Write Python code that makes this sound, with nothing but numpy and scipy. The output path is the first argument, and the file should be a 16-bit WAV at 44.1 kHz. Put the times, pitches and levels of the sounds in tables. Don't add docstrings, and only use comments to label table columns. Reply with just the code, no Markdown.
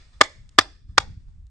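import sys
import numpy as np
from scipy import signal
from scipy.fft import rfft, irfft
from scipy.io import wavfile

SR = 44100
rng = np.random.default_rng(int(sys.argv[2]) if len(sys.argv) > 2 else 0)


def generate_wav(signal):
    frames = np.transpose(np.atleast_2d(signal))
    scaled = np.clip(frames, -1, 1) * 32767
    pcm = np.round(scaled).astype(np.int16)
    wavfile.write(sys.argv[1], SR, pcm)


N = 66150


def amp(db):
    return 10 ** (np.asarray(db) / 20)


def fade(t, t60):
    return np.exp(-np.log(1000) * np.maximum(t, 0) / t60)


def read(points, hz, column=1):
    table = np.transpose(points)
    return np.interp(np.log(hz + 1), np.log(table[0] + 1), table[column])


def add(mix, s, sound):
    at = round(s * SR)
    sound = sound[:, max(-at, 0):]
    part = mix[:, max(at, 0):][:, :sound.shape[1]]
    part += sound[:, :part.shape[1]]


def tilted(x, db_per_octave):
    size = x.shape[1]
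    octaves = np.log2(np.clip(np.fft.rfftfreq(2 * size, 1 / SR), 800, 6000) / 1600)
    return irfft(rfft(x, 2 * size) * amp(db_per_octave * octaves))[:, :size]


def low_pass(x, hz):
    kernel = signal.firwin(401, hz, window=("kaiser", 8), fs=SR)
    return signal.oaconvolve(x, kernel[None], "same")


# frequency in Hz, left minus right in dB.
BALANCE = [(100, 0), (350, -1.5), (1200, 0.6065), (2200, -2), (5000, 0.5), (9000, -7)]

def sides(hz):
    return amp(np.array([[.5], [-.5]]) * read(BALANCE, hz))


# frequency in Hz, correlation from 0 to 1.
CORRELATION = [(50, .92), (130, 0.5), (300, 0.5), (600, 0.8), (1200, 0.5), (2200, .25), (5000, 0.4),
               (9000, 0.9)]

def noise(spectrum, size):
    hz = np.fft.rfftfreq(size, 1 / SR)
    left, independent = np.exp(2j * np.pi * rng.random((2, len(hz))))
    shared = read(CORRELATION, hz)
    right = shared * left + np.sqrt(1 - shared ** 2) * independent
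    x = irfft(np.array([left, right]) * amp(read(spectrum, hz)) * sides(hz), size)
    return x / x.std()


# time in seconds, level in dB.
HISS_ENVELOPE = [(0, -66), (.5, -72), (.85, -81), (1.2, -75), (1.5, -79)]
# frequency in Hz, relative spectral density in dB.
HISS_SPECTRUM = [(100, 0.5), (600, -3), (2000, -5.5), (8500, -12)]

def hiss(t):
    return amp(np.interp(t, *np.transpose(HISS_ENVELOPE))) * noise(HISS_SPECTRUM, len(t))


# time in seconds, deep band level in dB, upper band level in dB.
RUMBLE_ENVELOPE = [(0, -50.5, -69), (.16, -52, -65), (0.322, -57.5, -66.5), (0.389, -42.5, -59.5),
                   (.54, -53.5, -66), (.7, -51.5, -65), (.83, -51.5, -64), (.9, -47.5, -51),
                   (.96, -47.5, -56), (1.08, -40.5, -44), (1.18, -52, -56), (1.24, -44, -62),
                   (1.41, -45.5, -63.5), (1.5, -52.5, -71)]
# frequency in Hz, relative spectral density in dB.
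DEEP_SPECTRUM = [(10, -9), (28, -1), (55, -0.5), (85, -6.5), (130, -17), (250, -43.5), (600, -81)]
UPPER_SPECTRUM = [(30, -21.5), (80, -8), (115, -2.5), (170, -7.5), (250, -16.5), (400, -35.5), (900, -58.5)]

def air_rumble(t):
    s, deep_db, upper_db = np.transpose(RUMBLE_ENVELOPE)
    deep = amp(np.interp(t, s, deep_db)) * noise(DEEP_SPECTRUM, len(t))
    upper = amp(np.interp(t, s, upper_db)) * noise(UPPER_SPECTRUM, len(t))
    return deep + upper


# centre time in seconds, level in dB, spectral peak in Hz.
AIR_PUFFS = [(0.167, -41, 52.5), (.431, -41, 54.18), (.899, -31, 63.15), (1.0, -33, 70.2),
             (1.068, -35, 83.27), (1.107, -31.5, 76.5), (1.177, -32, 85.49), (1.402, -36, 55)]
PUFF_CENTRE_S = .05

def puff(db, hz):
    u = (np.arange(SR // 10) / SR - PUFF_CENTRE_S) * np.pi * hz
    return amp(db) * (2 * u ** 2 - 1) * np.exp(-u ** 2) * sides(hz)


def echo(x, bands, rise_s=.024):
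    white = noise([(1, 0), (SR, 0)], SR)
    hz, t, spectra = signal.stft(white, SR, nperseg=256)
    t60 = read(bands, hz, column=2)[:, None]
    unit_energy = np.sqrt(2 * np.log(1000) / (t60 * SR))
    spectra = spectra * amp(read(bands, hz))[:, None] * fade(t, t60) * unit_energy
    tail = signal.istft(spectra, SR, nperseg=256)[1]
    build_up = np.minimum(np.arange(tail.shape[1]) / SR / rise_s, 1) ** 2
    return signal.fftconvolve(x, tail * build_up, axes=1)[:, :x.shape[1]]


# frequency in Hz, gain in dB, 60 dB decay time in seconds.
GROUND_SCATTER = [(100, -17.5, .15), (300, -20.5, 0.36), (498.6, -18.5, 0.27), (850.6, -13, 0.19),
                  (1279.5, -24, 0.11), (2200, -17.5, 0.15), (5080, -13.5, 0.098), (9020, -15, .12)]
TREE_ECHO = [(100, -30, .4), (451.3, -37, 0.56), (852.7, -28, 0.2), (1198.4, -34, 0.36), (2200, -28, 0.45),
             (3719, -32.5, .52), (4940, -29, .5), (9000, -31, .44)]
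FAR_ECHO = [(100, -68.5, .4), (500, -57.5, .5), (1200, -57, .55), (2500, -58.5, .55), (4206, -54.5, .55),
            (9000, -51.5, .5)]

def surroundings(x, far_delay_s=.28):
    echoes = echo(x, GROUND_SCATTER) + echo(x, TREE_ECHO)
    add(echoes, far_delay_s, echo(x, FAR_ECHO))
    return echoes


# start in seconds, level in dB.
LIFT_TICKS = [(.4918, -44), (1.468, -58)]
# frequency in Hz, relative spectral density in dB.
TICK_SPECTRUM = [(200, -20), (1200, -15.5), (2400, -9), (3800, 1.5), (6000, -6.5), (9000, -6)]

def tick(db):
    t = np.arange(SR // 4) / SR
    snap = amp(db) * fade(t, t60=.014) * noise(TICK_SPECTRUM, len(t))
    return snap + echo(snap, GROUND_SCATTER)


def ring(modes, t, pitch, length, contact_s=.002):
    out = np.zeros((2, len(t)))
    for k, (hz, db, t60) in enumerate(modes):
        port_lag = np.array([[0], [1.3]]) * np.tanh((hz / 2000) ** 2)
        envelope = amp(db) * fade(t - contact_s, t60 * length)
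        polarity = (-1) ** k
        out += polarity * sides(hz) * envelope * np.sin(2 * np.pi * hz * pitch * t - port_lag)
    return out


# base frequency in Hz, relative level in dB, base decay time in seconds.
STEEL_MODES = [(2085, -55, 0.39), (3558, -48.5, .4), (4830, -51.5, 0.41), (4777.7, -54, 0.56)]

def steel_ring(t):
    return ring(STEEL_MODES, t, pitch=.99784, length=.64)


# base frequency in Hz, relative level in dB, base decay time in seconds.
WOOD_MODES = [(295, -22.5, 0.044), (391.56, -20, .02), (617.3, -21.5, 0.032), (799.9, -22, .065),
              (1002, -17, .022), (1204.8, 0.5, 0.024), (1462.9, -11.5, .021), (1741, -4.5, .019),
              (2064.6, -13, .028), (2201.8, -11.5, 0.029), (2795.6, -15.5, .02), (3463.5, -5, 0.02),
              (4966.5, -9, 0.024), (8899.5, -26, .028)]

def wood_ring(t, pitch, length):
    return ring(WOOD_MODES, t, pitch, length)


# frequency in Hz, relative spectral density in dB.
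FIBRE_SPECTRUM = [(60, -32.5), (190, -27), (310, -8), (500, -8.5), (750, -9), (1000, -4), (1400, -1),
                  (2100, -2), (2800, -13.5), (3550, -6), (4200, -7.5), (5050, -5.5), (6500, -14),
                  (9000, -22)]
GRAZE_LEAD_S, IMPACT_RISE_S = .0045, .00039

def crunch(t, length=1):
    return fade(t, t60=.024 * length) * noise(FIBRE_SPECTRUM, len(t))


def graze(t):
    swell = np.clip(1 + t / GRAZE_LEAD_S, 0, 1) ** .5
    return amp(-20) * swell * tilted(noise(FIBRE_SPECTRUM, len(t)), db_per_octave=-3.5)


# start in seconds, gain in dB, pitch factor.
STICK_REBOUNDS = [(.2338, -27, 1.0), (.6005, -22.5, 1.0), (.6095, -22, 1.1), (1.002, -30, .97)]

def rebound(db, pitch):
    t = np.arange(SR // 4) / SR
    onset = np.minimum(t / IMPACT_RISE_S, 1)
    crack = amp(-9.5) * crunch(t)
    rings = amp(-7.5) * tilted(wood_ring(t, pitch, length=.9856), db_per_octave=3.5)
    return amp(db) * onset * (crack + rings)


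# landing in seconds, gain in dB,
# tilt in dB per octave, decay time factor, wood pitch factor, then crunch, thud and echo offsets in dB.
HATCHET_KNOCKS = [(-.17, -2, -3.5, 1.0, 1.0, 4, 0, 4.5), (0.2113, 0.5, -2.0655, .95, 0.99941, -1.5, -4, 1),
                  (0.5861, 0.5, 0.2963, 0.9978, 1.0, -0.5, 7, -1.5),
                  (0.9797, -4, -.5, .6, 0.99418, 2, 2, -1.5)]

def knock(db, tilt_db, length, pitch, crack_db, thud_db, echo_db):
    t = np.arange(SR) / SR - GRAZE_LEAD_S
    landed = np.clip(t / IMPACT_RISE_S, 0, 1)
    touch = (1 - landed) * graze(t)
    crack = amp(crack_db - 3) * landed * crunch(t - .0038, length)
    thud = amp(thud_db - 35) * landed * fade(t, t60=.12) * np.sin(2 * np.pi * 88 * t)
    rings = landed * (wood_ring(t, pitch, length) + steel_ring(t))
    direct = tilted(touch + crack + thud + rings, tilt_db)
    radiated = amp(echo_db) * (crack + amp(-3) * rings)
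    return amp(db) * (direct + surroundings(radiated))


def scene():
    t = np.arange(N) / SR
    mix = air_rumble(t) + hiss(t)
    for s, db, hz in AIR_PUFFS:
        add(mix, s - PUFF_CENTRE_S, puff(db, hz))
    for s, *blow in HATCHET_KNOCKS:
        add(mix, s - GRAZE_LEAD_S, knock(*blow))
    for s, db, pitch in STICK_REBOUNDS:
        add(mix, s, rebound(db, pitch))
    for s, db in LIFT_TICKS:
        add(mix, s, tick(db))
    return mix


def record(dry):
    saturated = dry / (1 + dry ** 4) ** (1 / 4)
    narrowed = low_pass(saturated, hz=9050)
    clipped = np.clip(amp(.9369) * narrowed, -1, 1)
    return low_pass(clipped, hz=17000)


dry = scene()
out = record(dry)
generate_wav(out)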